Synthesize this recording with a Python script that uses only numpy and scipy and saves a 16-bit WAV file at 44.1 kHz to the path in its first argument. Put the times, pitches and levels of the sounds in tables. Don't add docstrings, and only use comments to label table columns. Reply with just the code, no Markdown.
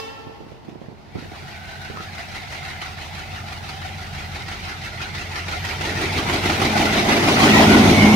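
import sys
import numpy as np
from scipy import signal
from scipy.fft import rfft, irfft, next_fast_len
from scipy.io import wavfile
from scipy.ndimage import uniform_filter1d, minimum_filter1d, map_coordinates

SR = 44100
rng = np.random.default_rng(int(sys.argv[2]) if len(sys.argv) > 2 else 0)


def to_wav(sig):
    pcm = np.clip(np.atleast_2d(sig), -1, 1) * 32767
    pcm = np.round(pcm).astype(np.int16)
    wavfile.write(sys.argv[1], SR, pcm.T)


N = 359415
TIME = np.arange(N) / SR


def undb(db):
    return 10 ** (np.asarray(db) / 20)


def noise():
    return rng.standard_normal((2, N))


def walk(rate_hz):
    step = max(int(SR / rate_hz), 1)
    return 1.08 * uniform_filter1d(np.repeat(rng.standard_normal(N // step + 1), step), step)[:N]


def response(spectrum, hz):
    points_hz, db = np.transpose(spectrum)
    return undb(np.interp(np.log(hz + 1), np.log(points_hz), db))


def colour(x, spectrum, band_hz=(20, 16000)):
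    size = next_fast_len(N + 8192)
    hz = np.fft.rfftfreq(size, 1 / SR)
    gain = response(spectrum, hz) * hz ** 2 / (hz ** 2 + 20 ** 2)
    gain /= np.sqrt(np.mean(gain ** 2 * ((hz > band_hz[0]) & (hz < band_hz[1]))))
    return irfft(rfft(x, size) * gain, size)[..., :N]


def blurred_tone(hz, width_hz, size):
    t = TIME[:size]
    knots = rng.standard_normal((2, 400, 2)) @ [1, 1j]
    phasor = np.array([np.interp(t * width_hz, np.arange(len(k)), k) for k in knots])
    return 0.75 * np.real(phasor * np.exp(2j * np.pi * hz * t))


# pitch in Hz, relative level in dB.
HORN_NOTES = [(445, -37), (273, -41.5)]
# frequency in Hz, gain in dB.
HORN_SPECTRUM = [(270, -1), (445, 5), (560, -1), (880, 5.5), (1100, 3), (1350, -1.5), (1600, -10),
                 (1800, -0.5), (2250, -7.5), (2670, -1), (3100, -3.5), (4000, -9), (4900, -7), (8000, -23),
                 (13000, -24)]

def horn(db=-5, fall_db_per_s=26, treble_db_per_s_khz=8, drop_db=5, drop_s=0.0099, partials=35):
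    t = TIME[:SR * 3 // 2]
    onset_db = db + drop_db * np.exp(-t / drop_s)
    out = np.zeros((2, N))
    for pitch_hz, note_db in HORN_NOTES:
        for hz in pitch_hz * np.arange(1, partials + 1):
            fade = undb(onset_db + note_db - t * (fall_db_per_s + treble_db_per_s_khz * hz / 1000))
            tone = blurred_tone(hz, width_hz=22 + 0.0042 * hz, size=len(t))
            out[:, :len(t)] += response(HORN_SPECTRUM, hz) * fade * tone
    return out


def horn_wash(db=-46, fall_db_per_s=24):
    return undb(db - fall_db_per_s * TIME) * colour(noise(), HORN_SPECTRUM)


# frequency in Hz, relative density in dB.
AIR_SPECTRUM = [(25, -12), (50, 0), (110, 6), (250, -3.5), (500, -9.5), (850, -5.5), (1300, -18),
                (2500, -24), (5000, -28), (8000, -43), (15000, -54)]

def open_air(db=-47):
    return undb(db) * colour(noise(), AIR_SPECTRUM)


# start in seconds, thud level in dB, trailing knock level in dB, trail in seconds.
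BUMP_EVENTS = [(0.268, -36, -44, .05), (.404, -35, -40.5, .12), (.682, -36, -38.5, .08),
               (.816, -36, -37, .12), (1.153, -25, -34.5, .12), (1.318, -34, -43.5, 0.11),
               (1.9, -32, -38, .12)]
# frequency in Hz, relative gain in dB.
BUMP_SPECTRUM = [(40, -11), (110, 7), (220, 4), (400, 4), (600, -5.5), (1000, -18), (2000, -30),
                 (6000, -52)]

def bumps(gust_db=2, impulse_db=16, t60_s=0.089, gap_s=0.036, jitter_s=0.0117, scatter_db=2):
    envelope, impulses = np.zeros((2, N))
    for start_s, thud_db, trail_db, trail_s in BUMP_EVENTS:
        blows = [(start_s, thud_db)]
        for k, (late, strength) in enumerate(rng.uniform(-1, 1, (8, 2)), start=1):
            if k * gap_s < trail_s:
                blows.append((start_s + k * gap_s + jitter_s * late, trail_db + scatter_db * strength))
        for at_s, db in blows:
            i = int(at_s * SR)
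            envelope[i:] += undb(db) * 10 ** (-3 * TIME[:N - i] / t60_s)
            impulses[i] += undb(db + impulse_db)
    push = noise() * envelope * undb(gust_db * walk(120))
    push[0] += impulses
    return colour(push, BUMP_SPECTRUM)


# start in seconds, level in dB.
TICK_EVENTS = [(.568, -46), (.82, -47), (1.972, -28)]

def ticks(t60_s=0.02):
    envelope = sum(undb(db) * (TIME >= start_s) * 10 ** (-3 * np.abs(TIME - start_s) / t60_s)
                   for start_s, db in TICK_EVENTS)
    return colour(noise() * envelope, [(300, -15), (1000, 8), (4000, -15), (8000, -30), (14000, -38)])


def ahead_m(speed_m_per_s=15, level_at_s=7.8):
    return speed_m_per_s * (level_at_s - TIME)


def within(distance_m, fade_m):
    return 0.5 + 0.5 * np.tanh(2 * (distance_m - ahead_m()) / fade_m)


def passing_db(db, behind_m, reach_m, hush_db, swell_at_s=1.05, rise_s=0.11):
    spreading_db = 20 * np.log10(np.hypot(1, (ahead_m() + behind_m) / reach_m))
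    return db - spreading_db - hush_db * np.exp(-np.maximum(TIME - swell_at_s, 0) / rise_s)


def shadow_db(db, lifts_m, fade_m):
    return db * (1 - within(lifts_m, fade_m))


def swells_db(table):
    return sum(db * np.exp(-((TIME - peak_s) / width_s) ** 2) for peak_s, db, width_s in table)


def far_to_near(x, far_spectrum, near_spectrum, band_hz, leak=0.029):
    near = within(18.3, fade_m=18.5)
    notched = np.sqrt(1 - near) * colour(x, far_spectrum, band_hz)
    return notched + np.sqrt(near + leak) * colour(x, near_spectrum, band_hz)


def engine_cycle(start_phase=0.35, cycle_hz=6, speed_up_at_s=5.3, ramp_hz_per_s=0.225):
    return start_phase + np.cumsum(cycle_hz + ramp_hz_per_s * np.maximum(TIME - speed_up_at_s, 0)) / SR


def cycle_noise(cycle, repeat_share, size=8192):
    loops = irfft(np.exp(2j * np.pi * rng.random((2, size // 2 + 1))))
    alike = loops[:, (cycle % 1 * size).astype(int)] / loops.std()
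    return np.sqrt(repeat_share) * alike + np.sqrt(1 - repeat_share) * noise()


LOPE_PHASE = 0.63
# multiple of the cycle rate, relative level in dB.
EXHAUST_ORDERS = [(15, 0), (14, -8), (13, -7), (12, -8), (8, -15), (7, -12), (24, -6), (28, -13)]

def throb(cycle, db=-0.5, waver_db=2):
    angle = 2 * np.pi * (cycle - LOPE_PHASE)
    main, *others = (undb(order_db + waver_db * walk(6)) * np.cos(order * angle + 0.4 * walk(6.2))
                     for order, order_db in EXHAUST_ORDERS)
    return undb(db) * (main - sum(others))


# frequency in Hz, relative density in dB.
RUMBLE_SPECTRUM = [(25, -16), (42, -2.5), (62, -1.5), (90, 2), (150, 2), (185, -2.5), (220, -5), (270, -29),
                   (500, -47)]

def rumble(cycle, db=-1.5, gust_db=2):
    flow = np.abs(np.sin(np.pi * (cycle - LOPE_PHASE))) ** 0.5 * undb(gust_db * walk(12))
    return undb(db) * colour(cycle_noise(cycle, repeat_share=0.35) * flow, RUMBLE_SPECTRUM)


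CYLINDER_DB = [-5, -6, -3, -1, 2.5, -4, -1, 2, 4, -3, 0, -3, -1, -4, -4, -5]

def firings(cycle, ring_s=0.01, scatter_db=2.1, floor=0.17, smear_s=0.0071):
    firing = (cycle * len(CYLINDER_DB)).astype(int)
    onsets = np.flatnonzero(np.diff(firing)) + 1
    knock_db = np.take(CYLINDER_DB, firing[onsets] % len(CYLINDER_DB))
    blows = np.zeros(N)
    blows[onsets] = undb(knock_db + scatter_db * rng.standard_normal(len(onsets))) ** 2
    ringing = signal.lfilter([1], [1, -np.exp(-1 / (ring_s * SR))], blows)
    power = uniform_filter1d(ringing, int(smear_s * SR) + 1)
    return np.sqrt((power / power.mean() + floor) / (1 + floor))


# frequency in Hz, relative density in dB.
ROAR_FAR_SPECTRUM = [(120, -4), (200, -13), (260, -4.5), (350, 4), (420, 2.5), (520, -6), (700, -2),
                     (1500, -41)]
ROAR_NEAR_SPECTRUM = [(70, -26), (115, -2.5), (165, -2), (195, -2), (235, 4), (270, 1.5), (330, -0.5),
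                      (420, -5), (520, -16.5), (800, -9.5), (2000, -59)]

def roar(cycle, beat, db=-1, depth=0.96):
    puffs = cycle_noise(cycle, repeat_share=0.56) * beat ** depth
    return undb(db) * far_to_near(puffs, ROAR_FAR_SPECTRUM, ROAR_NEAR_SPECTRUM, band_hz=(240, 560))


def shimmer(x, depth_db=3, corner_hz=5500, size=1024):
    hz, _, spectra = signal.stft(x, SR, nperseg=size)
    field = uniform_filter1d(rng.standard_normal(spectra.shape[1:]), size=5, axis=0)
    field = uniform_filter1d(field, size=3, axis=1)
    gain = undb(depth_db * field / field.std() / np.hypot(1, hz / corner_hz)[:, None])
    gain /= np.sqrt(np.mean(gain ** 2, axis=1, keepdims=True))
    return signal.istft(spectra * gain, nperseg=size)[1][:, :N]


# frequency in Hz, relative density in dB.
CLATTER_FAR_SPECTRUM = [(250, -59), (530, -24), (750, -1.5), (860, -4), (1120, -10.5), (1400, 1),
                        (1600, -4.5), (2000, 1), (3400, -7), (3950, -5.5), (6300, -16), (7500, -22.5),
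                        (11800, -28.5), (15500, -37)]
CLATTER_NEAR_SPECTRUM = [(300, -12), (540, 4), (650, 9), (800, 8.5), (1150, 2), (1400, 0), (1650, -4),
                         (2000, 4), (3200, -1.5), (4500, -7), (6200, -9.5), (7400, -18), (10500, -19),
                         (15500, -27.5)]

def clatter(cycle, beat, flicker_db=0.07):
    rasp = cycle_noise(cycle, repeat_share=0.078) * beat * undb(flicker_db * walk(25))
    return far_to_near(shimmer(rasp), CLATTER_FAR_SPECTRUM, CLATTER_NEAR_SPECTRUM, band_hz=(1500, 6000))


# frequency in Hz, spread in Hz, relative level in dB.
STEEL_MODES = [(746.6, 38, 7), (1380, 79, -16), (2090, 114, 5), (2330, 350, 1), (4070, 120, -32)]

def jangle(beat, db=-8, attack_s=0.0021, t60_s=0.13, scatter_db=5, count=700):
    out, t = np.zeros((2, N)), TIME[:SR // 8]
    envelope = 10 ** (-3 * t / t60_s) * (1 - np.exp(-t / attack_s))
    blows = zip(rng.random((count, 2)), rng.standard_normal((count, 3)))
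    for (when, mode), (detune, strength, side) in blows:
        hz, spread_hz, mode_db = STEEL_MODES[int(mode * len(STEEL_MODES))]
        i = int(when * (N - len(t)))
        ring = np.sin(2 * np.pi * (hz + spread_hz * detune) * t) * envelope
        gain = beat[i] * undb(db + mode_db + scatter_db * np.clip(strength, -2, 2))
        out[:, i:i + len(t)] += np.outer([1, side], ring) * gain
    return out


def fan():
    return colour(noise(), [(400, -55), (640, -13), (770, -1.5), (870, -14.5), (1300, -40)])


# time in seconds, relative level in dB.
BOOM_ENVELOPE = [(1.1, -57), (1.8, -52), (5.6, -55.5), (6.3, -41.5), (6.8, -25.5), (7.3, -38), (7.57, -14),
                 (7.88, -20), (8.03, -12), (8.15, -11)]

def stack_boom(abreast, db=-1, pitch_hz=215.4, sag_hz=3.1, waver_db=2, wander=0.01):
    hz = (pitch_hz - sag_hz * abreast) * (1 + wander * walk(18))
    level_db = db + np.interp(TIME, *np.transpose(BOOM_ENVELOPE)) + waver_db * walk(22)
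    return np.sqrt(2) * undb(level_db) * np.sin(2 * np.pi * np.cumsum(hz) / SR)


# peak time in seconds, pitch in Hz, level in dB, half-width in seconds.
CLANG_EVENTS = [(1.75, 1516, -41.5, 0.29), (1.998, 1304, -34.5, 0.041), (2.611, 2080, -39.5, 0.31),
                (6.097, 2330, -33, 0.16), (6.772, 820, -20, 0.074), (7.581, 1913, -16.5, .05),
                (7.727, 1470, -20, 0.06), (8.05, 2193, -16, 0.11)]

def clangs(clatter_db, blur=0.1, stray_db=2, stray_s=0.021, low_hz=1350, high_hz=2050, stray_count=6):
    strays = [(at * N / SR, low_hz + pitch * (high_hz - low_hz),
               clatter_db[int(at * N)] + stray_db, stray_s) for at, pitch in rng.random((stray_count, 2))]
    out = np.zeros((2, N))
    for peak_s, hz, db, width_s in CLANG_EVENTS + strays:
        span = np.abs(TIME - peak_s) < 0.25
        envelope = undb(db) * np.exp(-((TIME[span] - peak_s) / width_s) ** 2)
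        out[:, span] += envelope * blurred_tone(hz, blur * hz, span.sum())
    return out


def flange_squeal(peak_s=5.58, width_s=0.24, hz=12200, db=-60):
    envelope = undb(db + 6.4 * walk(21)) * np.exp(-((TIME - peak_s) / width_s) ** 2)
    return envelope * np.sin(2 * np.pi * np.cumsum(hz + 130 * walk(300)) / SR)


# frequency in Hz, side gain in dB.
SIDE_SPECTRUM = [(60, -17), (130, -14), (220, -17.5), (380, -11), (700, -5.5), (1300, 2.5), (2400, -4),
                 (4400, -0.5), (12000, -1.5)]

def narrow_bass(pair):
    mid, side = pair
    size = next_fast_len(N)
    gain = response(SIDE_SPECTRUM, np.fft.rfftfreq(size, 1 / SR))
    return np.array([mid, irfft(rfft(side, size) * gain, size)[:N]])


def stereo(pair, right_db):
    mid, side = pair
    return np.array([mid + side, mid - side]) * undb([[-right_db / 2], [right_db / 2]])


def side_lag(ears, abreast, lag_s=0.00034, above_hz=1250):
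    left, right = ears
    low = signal.sosfiltfilt(signal.butter(20, above_hz, fs=SR, output="sos"), left)
    late = map_coordinates(left - low, [(TIME - lag_s * abreast) * SR], order=3)
    return np.array([low + late, right])


# peak time in seconds, change in dB, half-width in seconds.
CLATTER_SURGES = [(2.58, 3.5, 0.64), (7.55, 3.8, 0.19)]
THROB_SWINGS = [(3.85, 2.5, 1), (4.95, -2, 0.27)]
FAN_DIPS = [(5.15, -15, 0.59)]

def scene(cab_db=7, cab_at_m=9.2, cab_span_m=9, evening_out=0.68):
    cycle = engine_cycle()
    cab_loss_db = cab_db * np.exp(-((ahead_m() - cab_at_m) / cab_span_m) ** 2)
    throb_db = (passing_db(-21, behind_m=2.5, reach_m=12.8, hush_db=21)
                - shadow_db(4.5, lifts_m=26.3, fade_m=5.6) - cab_loss_db + swells_db(THROB_SWINGS))
    roar_db = (passing_db(-15.5, behind_m=-0.046, reach_m=3.88, hush_db=-1)
               - shadow_db(11, lifts_m=30.3, fade_m=3))
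    clatter_db = (passing_db(-23.5, behind_m=0.56, reach_m=11.74, hush_db=15)
                  - shadow_db(2.5, lifts_m=29.8, fade_m=5.6) + swells_db(CLATTER_SURGES))
    fan_db = (passing_db(-37.5, behind_m=-12, reach_m=66, hush_db=25)
              - shadow_db(6, lifts_m=18, fade_m=8) + swells_db(FAN_DIPS))
    abreast = within(5.96, fade_m=11.3)
    beat = firings(cycle) ** (1 - evening_out * abreast)
    body = narrow_bass(undb(throb_db) * rumble(cycle) + undb(roar_db) * roar(cycle, beat))
    body[0] += undb(throb_db) * throb(cycle) + stack_boom(abreast) + flange_squeal()
    rattle = undb(clatter_db) * (clatter(cycle, beat) + jangle(beat))
    metal = narrow_bass(rattle + undb(fan_db) * fan() + clangs(clatter_db))
    train = stereo(body, right_db=0.1) + side_lag(stereo(metal, right_db=0.66), abreast)
    fields = horn() + horn_wash() + open_air()
    return train + stereo(fields, right_db=1) + stereo(bumps() + ticks(), right_db=7.5)


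def record(dry, ceiling=1.0, window_samples=221, top_hz=15650):
    needed_gain = np.minimum(1, ceiling / (np.abs(dry).max(axis=0) + 1e-9))
    gain = uniform_filter1d(minimum_filter1d(needed_gain, window_samples), window_samples)
    return signal.sosfilt(signal.ellip(12, 0.1, 80, top_hz, fs=SR, output="sos"), dry * gain)


dry = scene()
out = record(dry)
to_wav(out)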